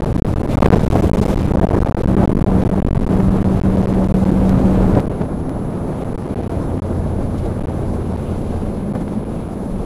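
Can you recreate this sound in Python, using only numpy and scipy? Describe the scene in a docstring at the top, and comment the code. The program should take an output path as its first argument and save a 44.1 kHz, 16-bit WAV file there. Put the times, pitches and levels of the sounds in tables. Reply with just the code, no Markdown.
"""Wind buffets the microphone of a small camera on a motorcycle, out on an open road: pressure drives its
amplifier to a rail, where it sticks, and the sound drops out for some ms. Shaped noise makes roar and hiss.
Under it a few engine orders hum as sines on multiples of the shaft rate; late on comes a rough drone.
The camera's electronics leak a thin, pausing whine. A windy and a calm stretch overlap for half a second; short
ticks are steps in voltage. A faint noise, opposite in the two channels, follows the sound's level."""
import sys
import numpy as np
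from scipy import signal
from scipy.fft import rfft, irfft
from scipy.io import wavfile

SR = 44100
rng = np.random.default_rng(int(sys.argv[2]) if len(sys.argv) > 2 else 0)


def log_audio(samples):
    """Write samples as a 16-bit WAV file to the path given in sys.argv[1]."""
    # one column per channel
    frames = np.atleast_2d(samples).T
    # limit to full scale, then quantise
    limited = np.clip(frames, -1, 1)
    pcm = np.round(limited * 32767).astype(np.int16)
    wavfile.write(sys.argv[1], SR, pcm)


def makeup_ratio(level_db):
    """Linear amplitude ratio for a level in decibels (20 dB per factor of ten)."""
    decades = np.asarray(level_db, float) / 20
    return 10 ** decades


N = 434385
CALM_STARTS_S, WINDY_ENDS_S = 4.4945, 5.004
RAIL = 1.09  # where the microphone amplifier sticks, before its low cut

# Buffets at set times that pin the microphone amplifier. Each row: start in seconds, hold in ms (ended
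# early if another buffet follows sooner), rail (+1 upper, -1 lower).
PINNED = [(0.0073, 13.4, 1), (0.0461, 12.8, -1), (0.1281, 13.2, -1), (0.1644, 13.1, 1), (0.1994, 21.8, -1),
          (0.2227, 24.7, 1), (0.2567, 9.0, -1), (0.3391, 17.1, -1), (0.3862, 7.2, 1), (0.4224, 9.6, 1),
          (0.4662, 9.2, -1), (0.5575, 12.9, 1), (0.5889, 14.0, -1), (0.6059, 10.7, 1), (0.617, 2.0, 1),
          (0.6237, 3.7, 1), (0.632, 12.1, -1), (0.6493, 8.8, -1), (0.6631, 11.9, 1), (0.6757, 7.5, 1),
          (0.6847, 18.4, -1), (0.7043, 13.4, 1), (0.719, 2.2, 1), (0.7232, 3.4, 1), (0.7344, 2.0, 1),
          (0.7443, 2.6, -1), (0.7518, 2.1, -1), (0.7576, 2.0, -1), (0.7778, 5.0, 1), (0.7848, 9.1, -1),
          (0.816, 2.4, 1), (0.8236, 3.6, 1), (0.8685, 9.0, 1), (0.8818, 19.5, -1), (0.9042, 8.0, 1),
          (0.9145, 6.5, 1), (0.9475, 5.5, 1), (1.1015, 12.1, 1), (1.1161, 16.5, -1), (1.1586, 12.5, 1),
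          (1.1996, 9.6, 1), (1.2453, 7.6, -1), (1.3449, 10.5, -1), (1.3611, 11.4, 1), (1.3795, 7.3, -1),
          (1.4209, 7.9, 1), (1.4658, 8.3, 1), (1.5213, 13.7, -1), (1.558, 12.7, 1), (1.6011, 11.9, -1),
          (1.6545, 14.5, 1), (1.6707, 17.2, 1), (1.6924, 10.8, -1), (1.7228, 8.8, -1), (1.7548, 8.0, 1),
          (1.7908, 12.0, -1), (1.8071, 7.4, 1), (1.8363, 10.3, 1), (1.8506, 9.7, -1), (1.8759, 9.3, -1),
          (1.8996, 9.7, 1), (1.9261, 20.3, 1), (1.9505, 17.8, -1), (2.0208, 12.9, -1), (2.0472, 10.2, 1),
          (2.0589, 14.6, -1), (2.1537, 13.0, 1), (2.2576, 17.7, -1), (2.2791, 14.1, 1), (2.308, 8.1, -1),
          (2.3333, 15.7, 1), (2.3557, 13.1, -1), (2.3793, 9.5, 1), (2.3955, 12.7, -1), (2.4251, 15.6, 1),
          (2.4468, 17.1, -1), (2.6379, 13.0, -1), (2.6796, 11.6, 1), (2.701, 12.5, -1), (2.8021, 17.3, 1),
          (2.8269, 20.3, -1), (2.8501, 15.0, 1), (2.8737, 10.3, -1), (2.8888, 18.7, 1), (2.911, 18.2, -1),
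          (2.9314, 16.4, 1), (2.9602, 8.2, -1), (2.9782, 10.8, 1), (3.0015, 8.5, -1), (3.0359, 7.5, -1),
          (3.0512, 14.1, 1), (3.0807, 9.8, -1), (3.4278, 15.6, -1), (3.5997, 13.8, -1), (3.6168, 14.7, 1),
          (3.763, 7.7, -1), (3.8192, 7.4, 1), (3.8581, 13.9, -1), (3.9283, 8.9, 1), (4.0771, 8.5, 1),
          (4.1244, 16.3, -1), (4.2449, 8.0, -1), (4.3056, 8.6, -1), (5.0585, 7.7, 1), (5.0813, 15.4, -1),
          (6.0368, 9.6, -1), (6.1329, 9.5, 1), (6.1595, 17.6, -1), (6.2811, 7.3, -1), (6.3428, 14.5, -1),
          (6.4162, 7.4, -1), (6.4763, 16.6, -1), (6.7989, 21.6, -1), (7.5964, 10.4, -1), (7.6254, 10.0, 1),
          (7.6581, 13.6, -1), (8.1639, 7.6, -1), (8.9254, 10.8, -1), (9.2419, 8.2, -1), (9.4784, 8.0, -1)]


def all_holds(buffet, from_s, to_s):
    """Brief holds fall by chance between the listed ones, oftener in strong buffeting; rows as in PINNED."""
    spacing_s, rate_per_s, power = 0.024, 30.0, 3.0  # rate at a buffet level of 0 dB, before the clearance
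    shortest_ms, longest_ms, clear_ms = 1.8, 5.5, 6.0
    pinned = np.array(PINNED)
    pinned = pinned[(pinned[:, 0] >= from_s) & (pinned[:, 0] < to_s)]
    chance = rng.random((int(N / SR / spacing_s), 4))
    start = (np.arange(len(chance)) + 0.5 * chance[:, 0]) * spacing_s
    hold_ms = shortest_ms + (longest_ms - shortest_ms) * chance[:, 1]
    rail = np.sign(chance[:, 3] - 0.5)
    buffet_db = np.interp(start, *np.transpose(buffet))
    happens = chance[:, 2] < rate_per_s * spacing_s * makeup_ratio(power * buffet_db)
    after = start[:, None] - pinned[:, 0] - (pinned[:, 1] + clear_ms) / 1000 > 0
    before = pinned[:, 0] - start[:, None] - (hold_ms[:, None] + clear_ms) / 1000 > 0
    clear = np.all(after | before, axis=1)
    brief = np.c_[start, hold_ms, rail][happens & clear]
    holds = np.vstack([pinned, brief])
    return holds[np.argsort(holds[:, 0])]


def big_buffets(holds, swing_s, overshoot, edge_s):
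    """Pressure that passes a rail for each hold; also the time to the nearest hold, up to swing_s."""
    start, hold_ms, rail = np.transpose(holds)
    following = np.append(start[1:], start[-1] + 1)
    end = np.minimum(start + hold_ms / 1000, following - 0.0008)
    rail = RAIL * np.sign(rail)
    half_gap = np.minimum((following - end) / 2, swing_s)
    # close holds are joined by one swing
    between = (rail + np.roll(rail, -1)) / 2 * (1 - half_gap / swing_s)
    lead = np.roll(half_gap, 1)
    edge_s = np.minimum(edge_s, (end - start) / 2)
    times = np.ravel([start - lead, start, start + edge_s, end - edge_s, end, end + half_gap], "F")
    # the pressure arrives and lets go with a jerk
    crest = overshoot * rail
    pressure = [np.roll(between, 1), 0.83 * rail, crest, crest, 0.85 * rail, between]
    away = [lead, 0 * end, 0 * end, 0 * end, 0 * end, half_gap]
    return [np.interp(np.arange(N) / SR, times, np.ravel(v, "F")) for v in (pressure, away)]


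def lesser_buffets(buffet_db, top_hz, nearness):
    """Low noise, softly limited so that it only grazes the rails, fading out towards each hold."""
    small = makeup_ratio(buffet_db) * band_noise([9.0, top_hz])
    return 1.06 * np.tanh(small / 0.83) * np.clip(nearness, 0, 1)


# Low turbulence right at the microphone. Each row: frequency in Hz, relative density in dB per Hz.
ROAR = [(24, 21), (55, 11.5), (100, 10.5), (190, 3), (320, -0.5), (600, -7), (1000, -17.5), (1300, -23.5),
        (1700, -29.5), (2500, -45)]


def wind_roar(roar_db, lumpy_db, flutter):
    """Low-pitched noise whose bands swell separately while shared eddies shake the whole."""
    return makeup_ratio(roar_db + 5.5) * coloured(ROAR, patchy_db=lumpy_db, rate=11.8) * flutter


# Treble of the turbulence at the microphone. Each row: frequency in Hz, relative density in dB per Hz.
HISS = [(2000, 11.5), (3000, 6.5), (3800, 5.5), (5000, 0.5), (9000, -1.5), (11500, -6.5), (14200, -6),
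        (15300, -8)]


def wind_hiss(hiss_db, flutter):
    """Treble noise shaken by the same eddies as the roar."""
    return makeup_ratio(hiss_db) * coloured(HISS, patchy_db=1.24, rate=9.0) * flutter


# Band of the rumble under the buffets: lower and upper edge in Hz.
RUMBLE_HZ = 21.0, 105.3


def rumble(level_db):
    """Band noise that follows the strength of the buffets."""
    return makeup_ratio(level_db) * band_noise(RUMBLE_HZ)


# Short swells of the wind noise, some with a brighter hiss. Each row: peak in seconds, roar change in dB,
# hiss change in dB, fade in seconds.
SWELLS = [(4.975, 4.5, 3.5, 0.03), (5.215, 7.5, 4, 0.018), (7.385, -1.5, 8, 0.026), (7.458, 3.5, 4.5, .02),
          (0.621, 10.5, 7.5, 0.015), (0.659, 8, 6, .008), (0.958, 9, 2, 0.012), (8.953, 12, 10, 0.012),
          (9.012, 3.5, 5, 0.017)]


def short_swells():
    """Each swell changes roar and hiss, coming three times as fast as it fades; dB."""
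    t = np.arange(N) / SR
    total_db = np.zeros((2, N))
    for s, roar_db, hiss_db, fade_s in SWELLS:
        shape = np.exp(-((t - s) / fade_s * np.where(t < s, 3, 1)) ** 2)
        total_db += np.outer([roar_db, hiss_db], shape)
    return total_db


# Engine at steady throttle. Each row: time in seconds, shaft rate in Hz, level in dB.
CRUISE = [(0.5, 33.0, -32), (1.0, 32.1, -26), (1.3, 32.0, -22), (1.95, 31.55, -25), (2.1, 31.5, -18),
          (3.5, 31.5, -19.5), (5.0, 31.5, -19)]
# Its orders: multiples of the shaft rate, then the level of each in dB on top of the engine's level.
CRUISE_ORDERS = [2.5, 3, 3.5, 4, 6]
CRUISE_ORDERS_DB = [-2, -5, -1.5, -8, 7]


def cruising_engine():
    """Engine orders hum on multiples of a nearly steady shaft rate."""
    shaft_hz, level_db = in_time(CRUISE)
    return makeup_ratio(level_db) * hum(shaft_hz, CRUISE_ORDERS, CRUISE_ORDERS_DB, waver=0.15)


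# Engine slowing downhill. Each row: time in seconds, shaft rate in Hz, level of low orders in dB,
# level of high orders in dB.
SLOWING = [(5.2, 31.7, -42, -25), (5.7, 31.3, -40, -25), (6.1, 30.7, -36, -27), (6.35, 30.1, -22, -28),
           (7.2, 29.0, -21, -27), (8.2, 27.9, -21, -28), (8.6, 27.4, -22, -34), (8.9, 27.0, -40, -44)]
# Its orders: multiples of the shaft rate, then the level of each in dB on top of its group's level.
LOW_ORDERS = [1.8, 3, 4.2]
HIGH_ORDERS = [5, 6.5, 8.2]
LOW_ORDERS_DB = [-1.5, 3, -8]
HIGH_ORDERS_DB = [-1, -5, -5.5]


def slowing_engine():
    """Low and high engine orders sink in pitch together with the shaft rate."""
    shaft_hz, low_db, high_db = in_time(SLOWING)
    low = makeup_ratio(low_db) * hum(shaft_hz, LOW_ORDERS, LOW_ORDERS_DB, waver=0.2)
    high = makeup_ratio(high_db) * hum(shaft_hz, HIGH_ORDERS, HIGH_ORDERS_DB, waver=0.2)
    return low + high


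# Drone late in the calm stretch. Each row: time in seconds, pitch in Hz, level in dB.
DRONE = [(8.3, 214, -28.5), (8.8, 212, -20.5), (9.1, 202.4, -20), (9.8, 190.5, -25)]
# Band of its rough part: lower and upper edge in Hz.
DRONE_HZ = (168, 230)


def rough_drone():
    """A narrow band of noise around one sine of strongly wavering phase."""
    drone_hz, drone_db = in_time(DRONE)
    rough = makeup_ratio(-2.0) * band_noise(DRONE_HZ)
    return makeup_ratio(drone_db) * (rough + hum(drone_hz, [1], [-7.0], waver=2.5))


def whine(turn):
    """A steady electronic tone, starting turn cycles in, that pauses briefly once per picture field."""
    tone_hz, level_db = 10519.5, -56  # level while on, before the amplifier's low cut
    gaps_per_s, gap_share = 59.94, 0.078
    t = np.arange(N) / SR
    on = (t * gaps_per_s + rng.random()) % 1 > gap_share
    return np.sqrt(2) * makeup_ratio(level_db) * on * np.sin(2 * np.pi * (tone_hz * t + turn))


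def stretch(wind, buffet, holds, engine, whine_turn, force):
    """Wind, engine and whine add up at the microphone, whose amplifier clips at its rails."""
    roar_db, hiss_db = in_time(wind) + short_swells()
    buffet_db, = in_time(buffet)
    swing_s, overshoot, buffet_top_hz, rumble_db, lumpy_db = force
    big, away_s = big_buffets(holds, swing_s, overshoot, edge_s=0.002)
    small = lesser_buffets(buffet_db, buffet_top_hz, away_s / swing_s)
    flutter = makeup_ratio(0.77 * drift(27.6))  # eddies shake roar and hiss together
    roar = wind_roar(roar_db, lumpy_db, flutter) + engine + rumble(buffet_db + rumble_db)
    roar *= np.clip(0.35 + away_s / 0.00155, 0, 1)  # a buffet near its crest outweighs the roar
    hiss = wind_hiss(hiss_db, flutter)
    clipped = np.clip(big + small + roar + hiss + whine(whine_turn), -RAIL, RAIL)
    return low_cut(np.diff(clipped, prepend=clipped[0]))


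def low_cut(steps):
    """Every step in voltage dies away in about a ms, so that each hold falls silent."""
    cut_hz = 213
    return signal.lfilter([1], [1, -np.exp(-2 * np.pi * cut_hz / SR)], steps)


# Wind at the microphone, strongest while the camera is turned aside. Each row: time in seconds,
# relative roar level in dB, hiss level in dB.
WINDY = [(0.0, -14.5, -49.5), (0.2, -15, -44.5), (0.48, -16, -47), (0.51, -15.5, -39.5), (0.57, -11, -39.5),
         (0.61, -3, -37), (0.7, 0, -38), (0.8, -10.5, -39), (0.9, -12, -38), (1.3, -12.5, -38),
         (1.45, -17, -43.5), (1.6, -10, -45), (2.8, -15.5, -47), (4.4, -15.5, -46.5), (4.9, -14, -47)]
# Lesser buffets between the holds. Each row: time in seconds, strength in dB before soft limiting.
WINDY_BUFFET = [(0, -3.5), (0.8, 0.5), (1.3, -0.5), (2.0, -2), (3.2, -4), (4.3, -7.5), (5, -3.5)]
# How hard the wind hits. One row: swing to the rail in seconds, overshoot in rails, top of the buffet band
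# in Hz, rumble relative to buffet in dB, lumpiness of the roar in dB.
WINDY_FORCE = (0.03, 3.0, 45.5, -8.5, 2)


def windy_stretch():
    """Hard, quick buffets over an engine at steady throttle."""
    holds = all_holds(WINDY_BUFFET, 0, CALM_STARTS_S)
    return stretch(WINDY, WINDY_BUFFET, holds, cruising_engine(), whine_turn=0, force=WINDY_FORCE)


# Weaker wind at the microphone. Each row: time in seconds, relative roar level in dB, hiss level in dB.
CALM = [(5.05, -18, -52.5), (5.45, -20, -53.5), (6.4, -19, -51), (7.05, -19.5, -52), (7.4, -20.5, -51.5),
        (7.62, -17.5, -51), (7.85, -20.5, -51.5), (8.4, -21, -50), (8.8, -21.5, -52.5), (9.45, -23, -53.5),
        (9.85, -21.5, -52)]
# Lesser buffets between the holds. Each row: time in seconds, strength in dB before soft limiting.
CALM_BUFFET = [(4.5, -2), (5.1, -9.5), (5.5, -14.5), (6.4, -3), (7.0, -10), (9.0, -9.5)]
# How hard the wind hits. 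One row: swing to the rail in seconds, overshoot in rails, top of the buffet band
# in Hz, rumble relative to buffet in dB, lumpiness of the roar in dB.
CALM_FORCE = (0.15, 1.5, 28, -21, 1.0)


def calm_stretch():
    """Sparser, slower buffets over a slowing engine and a late drone."""
    holds = all_holds(CALM_BUFFET, CALM_STARTS_S, N / SR)
    engine = slowing_engine() + rough_drone()
    return stretch(CALM, CALM_BUFFET, holds, engine, whine_turn=0.41, force=CALM_FORCE)


# Short clicks, two near the joins of the windy and calm stretches. Each row: time in seconds, step as a share
# of full scale.
TICKS = [(4.4943, 0.25), (5.003, 0.15), (5.4946, -0.097)]


def ticks():
    """Single steps in voltage that die away like the edges of a hold."""
    steps = np.zeros(N)
    for s, step in TICKS:
        steps[round(s * SR)] = step
    return low_cut(steps)


# Faint noise that follows the sound's level. 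Each row: frequency in Hz, level relative to the sound in dB
# before 1 dB of gain and its coming and going.
FAINT_NOISE = [(60, -35.5), (380, -38.5), (2380, -18), (4500, -10.5), (15000, -12)]


def faint_noise(sound):
    """The sound, tilted to the treble, times fast random drift: noise that follows its level."""
    hz, db = np.transpose(FAINT_NOISE)
    tilt = makeup_ratio(np.interp(log_frequencies(), np.log(hz), db))
    present = np.clip(0.5 + 1.3 * drift(11.0), 0, 1)
    return makeup_ratio(1.0) * irfft(rfft(sound) * tilt, N) * drift(58.0) * present


def hum(shaft_hz, orders, orders_db, waver):
    """Sines on multiples of the shaft rate, each wavering in level and in phase (waver in radians)."""
    turn = 2 * np.pi * np.cumsum(shaft_hz) / SR
    total = np.zeros(N)
    for order, db in zip(orders, orders_db):
        level = np.sqrt(2) * makeup_ratio(db + 0.9 * drift(3.0))
        total += level * np.sin(order * turn + 7.0 * rng.random() + waver * drift(3.0))
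    return total


def coloured(spectrum, patchy_db, rate):
    """Noise of a given colour whose overlapping bands swell and sink each on its own; rms 1."""
    hz, db = np.transpose(spectrum)
    grid = log_frequencies()
    colour = makeup_ratio(np.interp(grid, np.log(hz), db, left=-200, right=-200))
    whole = rfft(rng.standard_normal(N)) * colour
    centres = np.log(hz[1::2])
    total = np.zeros(N)
    for share in np.eye(len(centres)):
        band = irfft(whole * np.interp(grid, centres, share), N)
        total += band * makeup_ratio(patchy_db * drift(rate))
    return rms_one(total)


def band_noise(edges_hz):
    """Noise between two edges; rms 1."""
    band = signal.butter(2, edges_hz, "band", fs=SR, output="sos")
    return rms_one(signal.sosfilt(band, rng.standard_normal(N)))


def drift(rate):
    """Slow chance of spread 1: noise through two equal low-pass poles at rate Hz."""
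    every = 40  # samples per drawn point
    r = np.exp(-2 * np.pi * rate * every / SR)
    slow = signal.lfilter([1], [1, -2 * r, r * r], rng.standard_normal(N // every + 2002))[2000:]
    return np.interp(np.arange(N) / every, np.arange(len(slow)), rms_one(slow - slow.mean()))


def log_frequencies():
    """Natural logarithm of each spectrum bin's frequency, counted from one bin up."""
    return np.log(np.arange(1, N // 2 + 2) * SR / N)


def in_time(rows):
    """Columns of a table, one value per sample."""
    s, *columns = np.transpose(rows)
    return [np.interp(np.arange(N) / SR, s, c) for c in columns]


def rms_one(x):
    """Scale to rms 1."""
    return x / np.sqrt(np.mean(x ** 2) + 1e-20)


def scene():
    """The calm stretch cuts in before the windy one cuts out; one microphone feeds both channels."""
    t = np.arange(N) / SR
    fade_out = np.clip((WINDY_ENDS_S - t) / 0.003, 0, 1)
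    fade_in = np.clip((t - CALM_STARTS_S) / 0.003, 0, 1)
    mono = windy_stretch() * fade_out + calm_stretch() * fade_in + ticks()
    return np.tile(mono, (2, 1))


def low_pass(x):
    """Removes everything above the highest recorded frequency."""
    return signal.sosfilt(signal.butter(12, 15560, fs=SR, output="sos"), x)


def record(dry):
    """Full scale clips, faint noise enters the channels with opposite sign, and the top is cut."""
    full = np.clip(dry, -1, 1)
    full = full + faint_noise(full[0]) * [[1], [-1]]
    top_cut = signal.cheby2(12, 60, 15400, fs=SR, output="sos")  # 60 dB down from 15400 Hz
    mix = signal.sosfilt(top_cut, full)
    return low_pass(mix)


dry = scene()
out = record(dry)
log_audio(out)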